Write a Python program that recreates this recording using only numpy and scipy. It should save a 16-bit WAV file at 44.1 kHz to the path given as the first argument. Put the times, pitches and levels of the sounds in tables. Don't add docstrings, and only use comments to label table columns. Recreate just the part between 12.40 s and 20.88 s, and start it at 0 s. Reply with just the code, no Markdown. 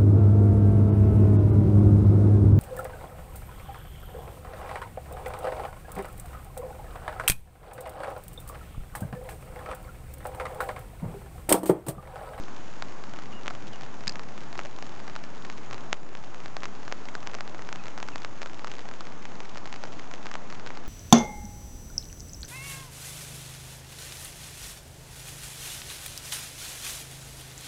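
import sys
import numpy as np
from scipy import signal
from scipy.io import wavfile
from scipy.ndimage import uniform_filter1d

SR = 44100
rng = np.random.default_rng(int(sys.argv[2]) if len(sys.argv) > 2 else 0)


def store_wav(level_fs):
    pcm = np.round(np.clip(np.atleast_2d(level_fs), -1, 1) * 32767)
    wavfile.write(sys.argv[1], SR, pcm.T.astype(np.int16))


def volts_from_decibels(level):
    exponent = np.asarray(level, float) / 20
    return 10 ** exponent


N = 373968
LEAD_MS = 0.3

# (time [s], peak level [dB], wetness of the spot [0-1])
SLACK = [(.6387, -25, 1.), (1.0599, -23.5, 1), (1.1025, -24.5, .6), (1.6082, -27.5, .5), (2.1771, -22, .05),
         (2.8388, -24.5, 0.8), (3.049, -25, 0.8), (3.0996, -19, 1.), (3.3327, -21.5, .19),
         (3.5418, -24.5, 0.8), (3.7517, -20, 1.), (4.0591, -19, 0.9), (4.6865, -24, 1.), (4.7521, -16, .25),
         (4.9498, -16.5, 0.12), (5.0074, -15.5, 0.7), (5.0772, -23.5, 0.7), (5.7806, -23.5, .16),
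         (6.2794, -26, .65), (7.181, -24.5, 0.2), (7.2566, -22.5, 0.8), (7.5955, -23, 0.9),
         (7.7382, -19.5, 0.3)]
# (time [s], peak level [dB], wetness [0-1])
WIDE = [(.8579, -30, 1.), (1.068, -24, 0.4), (1.0798, -12, .45), (1.1509, -25, 0.3), (1.4105, -25, .3),
        (1.4338, -26.5, .3), (1.7566, -20.5, .39), (1.9783, -25, 0.2), (2.698, -25.5, .5), (3.329, -22, .4),
        (3.3441, -23, 0.4), (3.3802, -27, 0.5), (3.7716, -28.5, .6), (4.0028, -27.5, .35),
        (4.0806, -28, 0.3), (4.2336, -16.5, 0.76), (4.241, -20.5, 0.3), (4.5241, -12, 0.4),
        (4.6548, -25, .1), (6.0178, -18.5, .18), (6.0598, -21.5, .2), (6.1939, -24.5, 1.),
        (7.0039, -20.5, .44), (7.4376, -18, 0.15), (7.4529, -26, .5), (7.8523, -31, .56),
        (8.1255, -23.5, 0.6), (8.2632, -22, .5)]
# (time [s], peak level [dB], wetness [0-1])
FIRM = [(.7368, -25.5, 0.12), (1.359, -29, 0.2), (1.7947, -21, 0.5), (2.1285, -23.5, .26),
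        (2.2511, -24, 0.06), (2.2579, -24.5, .22), (2.7539, -24.5, 0.7), (2.7625, -19.5, .4),
        (3.3107, -23, .5), (4.1671, -15, 0.43), (4.9435, -20.5, 0.2), (5.2897, -21, .7), (5.4571, -25, 0.4),
        (5.4821, -22, 0.16), (5.6017, -24, .3), (5.7581, -17, 0.3), (6.0301, -19, .5),
        (6.4883, -23.5, 0.13), (6.5381, -26.5, .14), (7.173, -20, 0.12), (7.3409, -23.5, .65),
        (7.3607, -24.5, 0.4), (8.2711, -26, 0.2)]
# (time [s], peak level [dB], wetness [0-1])
TAUT = [(.4234, -15, 0.37), (1.107, -24.7, .05), (2.2002, -26, 0.15), (2.3873, -25.6, .15),
        (2.4251, -20.5, .12), (2.6786, -25.5, .3), (3.0517, -25, .25), (3.8388, -27.5, .4),
        (3.9453, -25.5, 0.3), (4.4312, -30.5, 0.3), (4.4794, -21, .16), (4.8292, -27, .24),
        (5.5774, -21, .13), (5.5854, -27.5, 0.13), (5.6281, -16.5, .2), (5.8476, -16, 0.8),
        (6.2454, -19, 0.24), (6.6697, -25.5, 0.4), (6.8538, -22.5, .14), (7.7132, -25, .35),
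        (7.8576, -23, 0.3), (7.8676, -21, 1.), (8.373, -23, .15)]
# (time [s], peak level [dB], wetness [0-1])
RIM = [(2.4662, -30, 0.1), (4.2552, -17, 0.12), (5.2211, -25.5, 0.2), (5.6862, -21.5, 1.),
       (5.8196, -27, .6), (6.0238, -29, 1.), (6.272, -22.5, 0.1), (6.3925, -26, .3), (6.6073, -22, .8),
       (7.9142, -21, 0.1), (8.1018, -25, .3), (8.2739, -24.5, 1.)]
# (time [s], peak level [dB], wetness [0-1])
DRIPS = [(.0829, -31, .7), (.7881, -26.5, .7), (2.1546, -26, .35), (2.1916, -17, 0.9), (2.6811, -27.5, 1.),
         (4.222, -29, .5), (4.5152, -26, .4), (4.8976, -30.5, .4), (4.9349, -25.5, .5), (4.9865, -27, .6),
         (5.1463, -24.5, 0.5), (5.1927, -26.5, .7), (6.4544, -30, .1), (6.5129, -27.5, 1.),
         (7.1577, -27, .3), (7.9539, -18, 1.), (8.3044, -24.5, 0.33)]
# (time [s], peak level [dB], wetness [0-1])
SMACKS = [(3.1257, -29.5, 0.8), (4.8726, -15, 1.), (5.3273, -16, .8), (5.3584, -22, 1.),
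          (5.4384, -26.5, 1.), (6.3159, -21, .9), (6.3385, -27, 0.84), (7.2619, -29, .1), (7.327, -19, 1),
          (7.9402, -18.5, 0.6)]
# (time [s], peak level [dB], wetness [0-1])
SMALL = [(.7615, -29, .25), (1.1364, -33, .05), (1.2762, -32, 0.5), (1.3356, -31, 0.1), (1.463, -31.5, .4),
         (1.638, -28, .3), (1.8881, -32, 1.), (2.2127, -28, 0.3), (2.5207, -33, .05), (2.6013, -28.5, .6),
         (2.7907, -33, .08), (3.1802, -28, 0.2), (4.244, -25, .7), (4.3517, -30, .3), (4.4973, -33, 0.3),
         (4.8663, -28.5, 0.5), (5.2723, -31, .5), (5.4682, -27, 0.3), (6.0727, -28.5, .2),
         (6.0973, -29, .5), (6.1327, -29, 0.14), (6.3835, -28, 0.35), (6.6524, -32, .1), (6.9546, -29, .2),
         (7.2743, -26, .6), (7.4294, -30, 0.15), (7.4726, -31, .05), (7.5292, -29, .3), (8.1515, -30, .2),
         (8.197, -27, .4)]
# (drops as above, spring of the cloth [Hz], stretch of the contact time [ratio])
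SPOTS = [
    (SLACK, 370, 0.93),
    (WIDE, 546, 1.06),
    (FIRM, 605, 1.04),
    (TAUT, 734, 1.08),
    (RIM, 1180, 0.77),
    (DRIPS, 710, 1.86),
    (SMACKS, 500, 0.66),
    (SMALL, 620, 1.1),
    ([(3.529, -4, 0.58)], 480, .85),
]


def level(x, db):
    return x * volts_from_decibels(db) / np.sqrt(np.mean(x ** 2))


def band(x, hz, width_hz):
    return signal.lfilter(*signal.iirpeak(hz, hz / width_hz, fs=SR), x)


def walk(rate):
    hold = int(SR / rate)
    steps = np.repeat(rng.standard_normal(N // hold + 1), hold)
    return 1.2 * uniform_filter1d(uniform_filter1d(steps, hold), hold)[:N]


def add(out, s, sound):
    i = int(s * SR)
    out[i:i + len(sound)] += sound[:N - i]


def tap(hz, contact_ms, damping, chance, near_db=-2.5, echo_ms=0.22):
    ms = np.arange(len(chance)) * 1000 / SR
    push = np.exp(-0.5 * ((ms - LEAD_MS) / contact_ms) ** 2)
    push = push + 0.49 * np.exp(-0.5 * ((ms - LEAD_MS) / 0.02) ** 2)

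    w = 2 * np.pi * hz
    spring = signal.lfilter(*signal.bilinear([1, 0, 0], [1, 2 * damping * w, w * w], SR), push)
    spring = spring / spring.max() - 0.31 * np.interp(ms - echo_ms, ms, push)

    rise = 1 - np.exp(-np.maximum(ms - LEAD_MS, 0) / 0.13)
    ring = rise * np.exp(-ms / 4.2) * level(band(chance, 1.79 * hz, 0.85 * hz), -23)
    spray = rise * np.exp(-ms / 1.5) * level(chance, -24)
    return spring + volts_from_decibels(-near_db) * (ring + spray)


def drops():
    dry_contact_ms, wet_contact_ms = 0.033, 0.063
    low, high = np.array([0.7, -22, 0.19]), np.array([2.4, -13, 0.34])
    table = [(*row, hz, stretch) for rows, hz, stretch in SPOTS for row in rows]
    chances = rng.standard_normal((len(table), 600))
    luck = low + (high - low) * rng.random((len(table), 3))
    out = np.zeros(N)
    for (s, db, wet, hz, stretch), chance, (late_ms, splash_db, echo_ms) in zip(table, chances, luck):
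        contact_ms = stretch * (dry_contact_ms + (wet_contact_ms - dry_contact_ms) * wet)
        contact_ms = np.clip(contact_ms, 0.015, 0.15)
        damping = np.clip(wet, 0.05, 1.2)
        near_db = 0.41 * (db + 16.5)
        hit = volts_from_decibels(db) * tap(hz, contact_ms, damping, chance, near_db, echo_ms)
        add(out, s, hit)
        add(out, s + late_ms / 1000, volts_from_decibels(splash_db) * hit)
    return out


def rings(fade_ms=1.3):
    # (time [s], pitch [Hz], level [dB])
    singing = [(1.08, 2500, -38), (1.107, 1330, -29), (2.1921, 2750.0, -33), (2.7625, 1400.0, -30),
               (3.529, 1040, -43), (4.1671, 840, -29), (4.2336, 2440, -44), (4.2557, 2800, -46),
               (4.4794, 1570.0, -30), (4.5241, 1880, -39), (4.6865, 2160, -34), (4.7521, 1520, -22),
               (4.9426, 1510.0, -37), (4.9498, 1120.0, -29), (5.5776, 1790, -43), (5.6862, 1500.0, -25.5),
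               (5.7581, 1180, -30), (6.0598, 1410, -30), (6.2454, 1270, -26), (6.6073, 1300, -26.5),
               (7.4376, 1400, -29.5), (7.7382, 1940, -47), (7.9142, 1800, -33), (7.9535, 1000.0, -47),
               (8.2711, 1560, -33), (8.3044, 2280.0, -42)]
    out, ms = np.zeros(N), np.arange(500) * 1000 / SR
    pushes = np.array([row[0] for rows, *_ in SPOTS for row in rows])
    envelope = (1 - np.exp(-ms / 0.3)) * np.exp(-ms / fade_ms)
    for s, hz, db in singing:
        start = pushes[np.argmin(np.abs(pushes - s))] + LEAD_MS / 1000
        add(out, start, volts_from_decibels(db + 2.5) * envelope * np.cos(2 * np.pi * hz * ms / 1000))
    return out


def patter(per_s=500, small_db=-53, spread_db=6.5):
    out = np.zeros(N)
    for hz in np.geomspace(450, 3000, 6):
        when, size = rng.random(N), rng.exponential(size=N)
        hits = (when < per_s / 6 / SR) * volts_from_decibels(small_db + spread_db * np.minimum(size, 3.4))
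        one_drop = tap(hz, 0.031, 0.22, rng.standard_normal(600))
        out += signal.fftconvolve(hits, one_drop)[:N]
    return out


def catch():
    # (time [s], peak level [dB], length [ms])
    scrapes = [
        (1.6779, -12.5, 3),
        (1.6938, -17.5, 3.4),
        (1.7218, -31, 2),
    ]
    # (pitch [Hz], width [Hz], gain [dB])
    modes = [(1720, 420, 6.5), (2550, 640, 4), (4440, 470, 10.5), (4800, 400, 3.5), (6540, 800, -8.5)]
    out, ms = np.zeros(N), np.arange(900) * 1000 / SR
    chances = rng.standard_normal((len(scrapes), 900))
    add(out, 1.6719, -volts_from_decibels(-18.5) * tap(1500, 0.036, 0.3, chances[0]))
    add(out, 1.673, volts_from_decibels(-32) * np.exp(-ms / 9) * np.sin(2 * np.pi * 190 * ms / 1000))
    for (s, db, length_ms), chance in zip(scrapes, chances):
        scrape = chance * ms * np.exp(-ms / (0.27 * length_ms))
        body = volts_from_decibels(-11) * band(scrape, 3500, 6000)
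        for hz, width_hz, gain_db in modes:
            body = body + volts_from_decibels(gain_db) * band(scrape, hz, width_hz)
        add(out, s, volts_from_decibels(db) * body / np.abs(body).max())
    return out


def wash(rain_db, rumble_db):
    # (frequency [Hz], density [dB per Hz])
    colour = [(26, -29), (45, -29), (55, -38.5), (64, -21.5), (124, -16.5), (287, -15), (531, -19.5),
              (826, -15.5), (1430, -21), (1710, -27), (4310, -37.5), (6560, -35.5), (7820, -48.5),
              (8730, -62.5), (11300, -91), (19200, -120)]
    hz_at, db_at = np.transpose(colour)
    low, high, swell = 0, 0, walk(0.93)
    for hz in np.geomspace(50, 8500, 23):
        db = np.interp(np.log(hz), np.log(hz_at), db_at) + 10 * np.log10(hz)
        db = db + 0.5 * swell + 1.44 * walk(11)
        noise = band(band(rng.standard_normal(N), hz, 0.54 * hz), hz, 0.54 * hz)
        noise = volts_from_decibels(db) * level(noise, 0)
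        share = np.clip((hz - 250) / 350, 0, 1)
        low = low + (1 - share) * noise
        high = high + share * noise
    return volts_from_decibels(rain_db - 2.5) * level(high, 0) + volts_from_decibels(rumble_db - 0.8) * level(low, 0)


def engines():
    # (pitch [Hz], width [Hz])
    drones = [(126, 26), (205, 36)]
    # (time [s], swell [dB])
    revs = [
        [(1.2, 9.5), (2.1, 5.5), (3.3, 8.5), (3.9, 8.5), (7.6, 3.5)],
        [(1., 9.5), (1.55, 9), (2., 4), (2.9, 5.5), (6.9, 1), (7.9, 7)],
    ]
    idle_db, rev_s = (-59, -60), 0.2
    t = np.arange(N) / SR
    out = np.zeros(N)
    for (hz, width_hz), idle, swells in zip(drones, idle_db, revs):
        db = idle + sum(swell * np.exp(-0.5 * ((t - s) / rev_s) ** 2) for s, swell in swells)
        drone = band(band(rng.standard_normal(N), hz, width_hz), hz, width_hz)
        out += volts_from_decibels(db - 4) * level(drone, 0)
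    return out


def insects():
    # (pitch [Hz], width [Hz], level [dB])
    choirs = [(6840, 99, -70), (6300, 160, -71)]
    out = np.zeros(N)
    for hz, width_hz, db in choirs:
        waver = volts_from_decibels(1.2 * walk(4))
        out += level(waver * band(rng.standard_normal(N), hz, width_hz), db)
    return out


def bird():
    # (time [s], length [s], start pitch [Hz], end pitch [Hz], level [dB])
    whistles = [
        (.908, .034, 3540, 2740, -48),
        (.944, 0.077, 2900, 2790, -53),
        (1.31, .042, 3620, 2810, -48),
        (5.378, .026, 2800, 2490, -48),
        (5.71, 0.034, 3140, 2480, -48),
        (5.745, 0.048, 2550, 2450, -57),
    ]
    out = np.zeros(N)
    for s, length_s, start_hz, end_hz, db in whistles:
        part = np.linspace(0, 1, int(length_s * SR))
        hz = end_hz + (start_hz - end_hz) * (1 - part) ** 1.5
        swell = np.sin(np.pi * part ** (2.1 if length_s < 0.05 else 0.5))
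        add(out, s, volts_from_decibels(db) * swell * np.sin(2 * np.pi * np.cumsum(hz) / SR))
    bank = rng.standard_normal(4000) * np.exp(-np.arange(4000) / SR / 0.03)
    return out + volts_from_decibels(-34) * signal.fftconvolve(out, bank)[:N]


def scene():
    # (time [s], rain level [dB], rumble level [dB])
    far_levels = [
        (0.0, -45, -49.5),
        (0.87, -45.5, -48.5),
        (8.48, -45.5, -48.5),
    ]
    s, *columns = np.transpose(far_levels)
    rain_db, rumble_db = (np.interp(np.arange(N) / SR, s, column) for column in columns)
    near = drops() + rings() + patter() * volts_from_decibels(rain_db + 41.5) + catch()
    far = wash(rain_db, rumble_db) + engines() + insects() + bird()
    return (near + far)[None]


def duck(x, limit_db=-9, depth_db=-0.5, release_s=0.66):
    block = 256
    peak = np.abs(np.resize(x, (N // block + 1, block))).max(axis=1)
    over = np.maximum(20 * np.log10(peak + 1e-9) - limit_db, 0)
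    pull = signal.lfilter([0, 1], [1, -np.exp(-block / SR / release_s)], over)
    return x * volts_from_decibels(depth_db * uniform_filter1d(np.repeat(pull, block), block)[:N])


def band_limit(x):
    return signal.sosfilt(signal.butter(12, 8880, fs=SR, output="sos"), x)


def record(dry):
    top_hz, offset = 7824, -0.052
    ducked = duck(dry[0])[None]
    soft = signal.sosfiltfilt(signal.butter(7, top_hz, fs=SR, output="sos"), ducked)
    cut = signal.sosfiltfilt(signal.cheby2(12, 35, 9500, fs=SR, output="sos"), soft)
    return band_limit(cut + offset)


dry = scene()
out = record(dry)
store_wav(out)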